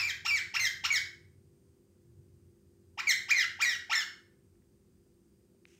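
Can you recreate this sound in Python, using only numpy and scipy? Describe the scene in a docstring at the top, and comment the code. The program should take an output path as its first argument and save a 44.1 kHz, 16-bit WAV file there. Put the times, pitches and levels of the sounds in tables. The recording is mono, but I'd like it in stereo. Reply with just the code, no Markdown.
"""A small tiled room: a parakeet gives two runs of four screeches, a metre or two from a handheld phone.
Each screech is a stack of overtones that shoots up, wavers and slides down; echoes and a noise wash smear it.
Under it, sine tones make an appliance hum and faint insects outside, and filtered noise makes room air
and traffic rumble. Near the end claws tick as short rings and feathers rustle as shaped noise."""
import sys
import numpy as np
from scipy import signal
from scipy.fft import rfft, irfft, next_fast_len
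from scipy.io import wavfile
from scipy.ndimage import uniform_filter1d

SR = 44100
rng = np.random.default_rng(int(sys.argv[2]) if len(sys.argv) > 2 else 0)


def pcm_store(signal):
    """Save signal as 16-bit PCM."""
    levels = np.round(np.clip(np.atleast_2d(signal), -1, 1) * 32767)
    wavfile.write(sys.argv[1], SR, levels.astype(np.int16).T)


N = 255691
TIME = np.arange(N) / SR


def undb(db):
    """Turns decibels into an amplitude factor."""
    return 10 ** (np.asarray(db) / 20)


def unit(x):
    """Scales a signal to rms 1."""
    return x / np.sqrt(np.mean(x ** 2))


def on_log(table, hz, column=1):
    """Reads a table by straight lines on a log-frequency axis."""
    table = np.array(table)
    return np.interp(np.log(np.maximum(hz, 1)), np.log(table[:, 0]), table[:, column])


def shaped(gain, count=N):
    """Noise whose spectrum follows gain(hz)."""
    size = next_fast_len(count)
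    spectrum = rfft(rng.standard_normal(size))
    return irfft(spectrum * gain(np.fft.rfftfreq(size, 1 / SR)), size)[:count]


def band(hz, width_hz, count=N):
    """Noise in a bell-shaped band, rms 1; centred on 0 Hz it is a slow random control signal."""
    return unit(shaped(lambda f: np.exp(-.5 * ((f - hz) / width_hz) ** 2), count=count))


# Colour of throat, beak and microphone: [f/Hz, level/dB]
THROAT_COLOUR = [(400, -30), (620, -8), (780, -9), (1000, -15), (1300, -4), (1800, 0), (2300, 1.5),
                 (2900, 1.5), (3500, -4), (4200, -4.5), (4700, -8), (5300, 3), (6050, -9), (6600, -7),
                 (7400, -13), (8200, -24), (10500, -32), (13000, -21.5), (15500, -28.5)]
# Roughness of the voice [0-1] at start, climb, top, held note, slide and end
ROUGHNESS = (.08, .18, .1, .13, .09, .15)
START_HZ = 590
LEAP_S = .011  # from the end of the climb to the top
SAG_S, SNAP_S = .021, .005  # longest drop from the top to the held note: plain, after a crack
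CRACK_AFTER_S = 0.0026  # from reaching the top to the crack
ATTACK_DB = -11.5  # the voice starts this much under its climb level
BRIGHTEN_DB = 2  # per octave, from the slide to the end
SECOND_DB = -0.5  # extra trim on the second harmonic


def screech(start_s, open_s, top_s, settled_s, slide_s, end_s, leap_hz, top_hz, settled_hz, slide_hz, end_hz,
            crack_db, climb_db, top_db, settled_db, slide_db, end_db,
            climb_fall, top_fall, settled_fall, slide_fall):
    """The syrinx drives a stack of overtones; when rough, its pitch and strength shake."""
    t = np.arange(int(start_s * SR), int(end_s * SR)) / SR
    count = len(t)
    leave_s = max(top_s, settled_s - (SNAP_S if crack_db else SAG_S))
    pitch_times = [start_s, top_s - LEAP_S, top_s, leave_s, settled_s, slide_s, end_s]
    pitches = [START_HZ, leap_hz, top_hz, top_hz, settled_hz, slide_hz, end_hz]
    hz = uniform_filter1d(np.interp(t, pitch_times, pitches), size=200)

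    # level and colour reach their top values during the leap, ahead of the pitch
    stages = [start_s, open_s, top_s - 0.61 * LEAP_S, settled_s, slide_s, end_s]
    db = np.interp(t, stages, [climb_db + ATTACK_DB, climb_db, top_db, settled_db, slide_db, end_db])
    falls = [climb_fall, climb_fall, top_fall, settled_fall, slide_fall, slide_fall - BRIGHTEN_DB]
    fall_db = np.interp(t, stages, falls)
    rough = np.interp(t, stages, ROUGHNESS)

    # a slight tremor blurs the high overtones most
    tremor = (.005 + .07 * rough) * band(0, 400, count=count)
    phase = 2 * np.pi * np.cumsum(hz * (1 + tremor)) / SR
    tone = 0
    for k in range(1, 17):
        colour_db = on_log(THROAT_COLOUR, k * hz) - fall_db * np.log2(k) + (SECOND_DB if k == 2 else 0)
        colour = undb(colour_db) * (k * hz < .45 * SR)
        # each overtone flickers on its own, the higher ones more
        flicker = undb(min(1.5 * (k - 1), 4) * band(0, 70, count=count))
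        # the top overtones fray into noise
        fray = np.clip(.3 * (k * hz / 1000 - 5), 0, 1.1) * band(0, 350, count=count)
        tone = tone + flicker * colour * np.sin(k * phase + k ** 2 + fray)
    tone = tone * (1 + rough * band(0, 210, count=count))

    # turbulent air in the throat
    breath = unit(shaped(lambda f: undb(on_log(THROAT_COLOUR, f)), count=count)) * undb(-27 + 24 * rough)
    # some screeches crack at the top: the voice drops until the held note
    cracked = (t > top_s + CRACK_AFTER_S) & (t < settled_s - SNAP_S / 2)
    crack = undb(uniform_filter1d(crack_db * cracked, size=150, output=float))
    edges = np.clip(np.minimum(t - t[0], t[-1] - t) / .008, 0, 1) ** 2
    return (tone * crack + breath * np.sqrt(crack)) * undb(db) * edges


# Ring of the hard walls: [f/Hz, t60/s, wash level/dB]
ROOM_RING = [(504.5, 0.49, 4), (1049.6, .45, 6), (1500, .45, -1), (2100, 0.43, 1), (3300, 0.36, 0),
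             (4300, .4, 0.5), (5700, 0.38, -3), (8600, .36, 2), (14100, .3, 1.5)]
# Microphone ports, echoes off shelf, floor and table legs:
# [lag/samples, direct level/dB, [(echo t/s, level/dB against the direct sound)]]
MIC_PORTS = [(0, 0.64, [(.00097, -5), (.0031, -3), (.0052, -12.5), (.0083, -19)]), (6, -4, [(.00076, 2.5),
             (.0027, -21.5), (.0058, -24.5), (.0074, -4.5)])]


def room(x):
    """Direct sound, a few near echoes, then a dense wash that differs at the two microphone ports."""
    t = np.arange(SR // 2) / SR
    out = []
    for lag, direct_db, echoes in MIC_PORTS:
        response = np.zeros(len(t))
        for hz in 350 * 2 ** np.arange(0, 5.6, .5):  # half-octave steps
            decay = np.exp(-np.log(1000) * t / on_log(ROOM_RING, hz))
            wash = shaped(lambda f: np.exp(-2 * (np.log2((f + 1) / hz) / .5) ** 2), count=len(t))
            level = undb(on_log(ROOM_RING, hz, column=2))
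            response += wash * decay / np.sqrt(np.sum(decay ** 2)) * level
        response *= 1 - np.exp(-t / 0.0023)  # the wash builds up
        for s, db in [(0.00055, 0.0061)] + echoes:  # direct sound first
            response[int(lag + s * SR)] += undb(direct_db + db)
        out.append(signal.fftconvolve(x, response)[:len(x)])
    return np.array(out)


# Each screech climbs, leaps to its top, settles on a held note and slides down:
# [start t/s, voice open t/s, top t/s, settled t/s, slide t/s, end t/s,
#  before the leap f/Hz, top f/Hz, settled f/Hz, slide f/Hz, end f/Hz, crack level/dB,
#  climb level/dB, top level/dB, settled level/dB, slide level/dB, end level/dB,
#  fall of the overtones in dB per octave: climb, top, settled, slide]
SCREECH_RUNS = [ (-.045, -.033, -.004, .032, .072, .117, 1500, 2630, 2310, 2410, 1380, 0, -31.5, -28.5, -32, -32, -29.5, -0.5, 5, 2, 4),
                (.244, .265, .278, .31, .352, .402, 1420, 2780, 2330, 2300, 1330, 0, -26, -35.5, -27, -25, -35.5, 3, -1.5, 5.5, 4.5),
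                (.533, .543, .57, .597, .632, .683, 1650, 2760, 2090, 2090, 1470, -14, -30.5, -25.5, -27, -25, -31.5, 4, 4.5, 1.5, 2.5),
                (.833, .849, .867, .905, .93, .989, 1600, 2830, 2240, 2240, 1420, -20, -23, -33.5, -23.5, -23, -34.5, 4.5, -1.5, 12.5, 2),
                (2.97, 2.981, 3.005, 3.072, 3.1, 3.133, 1430, 2480, 2330, 2050, 1310, -26, -26.5, -30.5, -25, -19, -35.5, 12, 3.5, 6.5, 1),
                (3.279, 3.3, 3.315, 3.34, 3.376, 3.45, 1800, 2460, 2180, 2050, 1240, 0, -28.5, -20, -26, -20.5, -35, 5, 2, 16.5, 4.5),
                (3.586, 3.606, 3.624, 3.655, 3.685, 3.76, 1700, 2420, 1930, 1930, 1320, 0, -25.5, -25, -25, -27, -43, 11.5, -0.5, 4, 3),
                (3.89, 3.905, 3.935, 3.957, 3.99, 4.036, 1460, 2240, 1780, 1770, 1370, 0, -28, -22.5, -28.5, -29.5, -38, 7.5, 4.5, 2, 3)]
LEAD_S = .06  # the first screech is under way before time zero


def parakeet():
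    """All screeches on one line, heard through the room."""
    lead = int(LEAD_S * SR)
    out = np.zeros(N + lead)
    for row in SCREECH_RUNS:
        sound = screech(*row)
        start = lead + int(row[0] * SR)
        out[start:start + len(sound)] += sound
    return room(out)[:, lead:]


# Stereo width of noise: [f/Hz, left-right likeness 0-1]
STEREO_LIKENESS = [(60, 1), (130, 0.8), (290, 0.62), (640, 0.8), (1410, 0.31), (3100, 0), (6820, 0),
                   (15000, 0)]
# Stereo lean of noise: [f/Hz, left minus right level/dB]
STEREO_LEAN = [(60, 0.5), (110, -0.5), (200, -3), (380, -4), (700, 4), (1290, -1), (2380, 0.5), (4400, 2),
               (8120, 3.5), (15000, -1.5)]


def stereo_noise(gain):
    """Shaped noise, rms 1 over both sides: mid and side set how alike they are, then each band leans."""
    like = lambda f: np.clip(on_log(STEREO_LIKENESS, f), 0, 1)
    mid = shaped(lambda f: gain(f) * np.sqrt(1 + like(f)))
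    side = shaped(lambda f: gain(f) * np.sqrt(1 - like(f)))
    size = 2 * next_fast_len(N // 2 + 1)
    lean_db = np.outer([.5, -.5], on_log(STEREO_LEAN, np.fft.rfftfreq(size, 1 / SR)))
    pair = np.array([mid + side, mid - side])
    return unit(irfft(rfft(pair, size) * undb(lean_db), size)[:, :N])


# Spectrum shape of air and rumble: [f/Hz, relative level/dB per Hz]
AIR_COLOUR = [(15, -77), (25, -35), (91, -12), (169, -14.5), (240, -15.5), (314, -21.5), (349, -13),
              (422, -30), (496, -23.5), (615, -37.5), (3730, -44.5), (4760, -43), (8370, -41.5),
              (9570, -45), (15500, -45.5)]
# Low rumble, 70 to 160 Hz, before its quick swells: [t/s, level/dB]
RUMBLE_LEVEL = [(0.0, -62), (0.48, -60), (0.51, -78), (0.61, -58.5), (1.47, -61.5), (1.89, -72), (2.2, -55),
                (2.52, -66), (3.81, -62.5), (3.84, -74.5), (4.34, -67.5), (5.8, -71)]
# Deepest part of the rumble, 42 to 70 Hz: [t/s, level/dB]
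DEEP_LEVEL = [(0.0, -71), (1.1, -73), (1.26, -77.5), (1.97, -80.5), (2.18, -77), (4.23, -80), (4.52, -72.5),
              (5.25, -76), (5.8, -84)]
# Hum lines and thin insect-like tones: [f/Hz, wander/Hz rms, mean level/dB rms, left minus right level/dB]
HUM_AND_INSECTS = [(193.8, 6, -76, 0), (344.5, .5, -72, -7), (393, .5, -74, -7), (498, 4, -90, 0),
                   (4867, 12, -94, 4), (6385, 25, -98, 4), (7569, 15, -99, 4), (7811, 15, -98, 4),
                   (8107, 10, -97, 4), (8204, 10, -97, 4), (8549, 5, -89, 4), (9044, 8, -98, 4)]
AIR_DB = -68
RUMBLE_HZ, RUMBLE_WIDTH_HZ, RUMBLE_PEAK_DB = 90, 6, 6
RUMBLE_SWELL_DB, RUMBLE_SWELL_HZ = 0.5, 6.6  # quicker random swells


def background():
    """Steady room air and swelling low noise, with hum and insect sines that waver in pitch and level."""
    colour = lambda f: on_log(AIR_COLOUR, f)
    air = stereo_noise(lambda f: undb(colour(f)) * (f > 160)) * undb(AIR_DB)
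    boom = lambda f: RUMBLE_PEAK_DB * np.exp(-.5 * ((f - RUMBLE_HZ) / RUMBLE_WIDTH_HZ) ** 2)
    rumble = stereo_noise(lambda f: undb(colour(f) + boom(f)) * (f <= 160) * (f > 70))
    rumble_db = np.interp(TIME, *np.transpose(RUMBLE_LEVEL)) + RUMBLE_SWELL_DB * band(0, RUMBLE_SWELL_HZ)
    deep = stereo_noise(lambda f: undb(colour(f)) * (f <= 70) * (f > 42))
    deep_db = np.interp(TIME, *np.transpose(DEEP_LEVEL))
    out = air + deep * undb(deep_db) + rumble * undb(rumble_db)

    for hz, wander_hz, mean_db, pan_db in HUM_AND_INSECTS:
        waver = np.cumsum(wander_hz * band(0, 12)) / SR
        drift = np.interp(TIME, np.linspace(0, N / SR, 40), rng.standard_normal(40))
        db = mean_db + 1.5 * drift
        for side, sign in enumerate((1, -1)):
            # the two ports hear each tone slightly out of step
            tone = np.sin(2 * np.pi * (hz * TIME + waver) + sign * hz / 700)
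            out[side] += np.sqrt(2) * undb(db + sign * pan_db / 2) * tone
    return out


# Claw ticks: [t/s, level/dB, f/Hz, t60/s]
CLAW_TICKS = [(4.555, -62, 1700, .004), (4.622, -64, 1900, .005), (5.066, -54, 355, 0.018),
              (5.548, -53, 378, 0.024), (5.654, -36, 2400, 0.0038)]
# Feather rustle: [t/s, level/dB]
RUSTLE_LEVEL = [(5.66, -80), (5.674, -67), (5.73, -66.5), (5.79, -69), (5.798, -72)]
# Spectrum shape of the feathers: [f/Hz, relative level/dB per Hz]
FEATHER_COLOUR = [(710, -51), (1200, -12.5), (2570, -0.5), (4400, -13), (5980, -4.5), (7310, -9.5),
                  (13600, -26.5), (15000, -22)]


def small_noises():
    """Claws tick on the shelf as dying rings, then feathers rustle as noise with a random flutter."""
    out = np.zeros((2, N))
    for s, db, hz, t60 in CLAW_TICKS:
        t = np.maximum(TIME - s, 0)
        # a short ring with an overtone a fifth above
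        ring = np.sin(2 * np.pi * hz * t) + 0.24 * np.sin(2 * np.pi * 1.5 * hz * t)
        touch = 1 - np.exp(-3 * hz * t)  # the contact lasts part of a cycle
        out += undb(db) * touch * ring * np.exp(-np.log(1000) * t / t60)
    s, db = np.transpose(RUSTLE_LEVEL)
    feathers = stereo_noise(lambda f: undb(on_log(FEATHER_COLOUR, f))) * undb(1.5 * band(0, 43))
    return out + feathers * undb(np.interp(TIME, s, db, left=-140))


def scene():
    """The bird, its small noises and the background together."""
    return parakeet() + small_noises() + background()


TOP_HZ = 15700


def record(dry):
    """The phone cuts the top with a steep low-pass."""
    return signal.sosfilt(signal.ellip(10, .2, 80, TOP_HZ, fs=SR, output="sos"), dry)


dry = scene()
out = record(dry)
pcm_store(out)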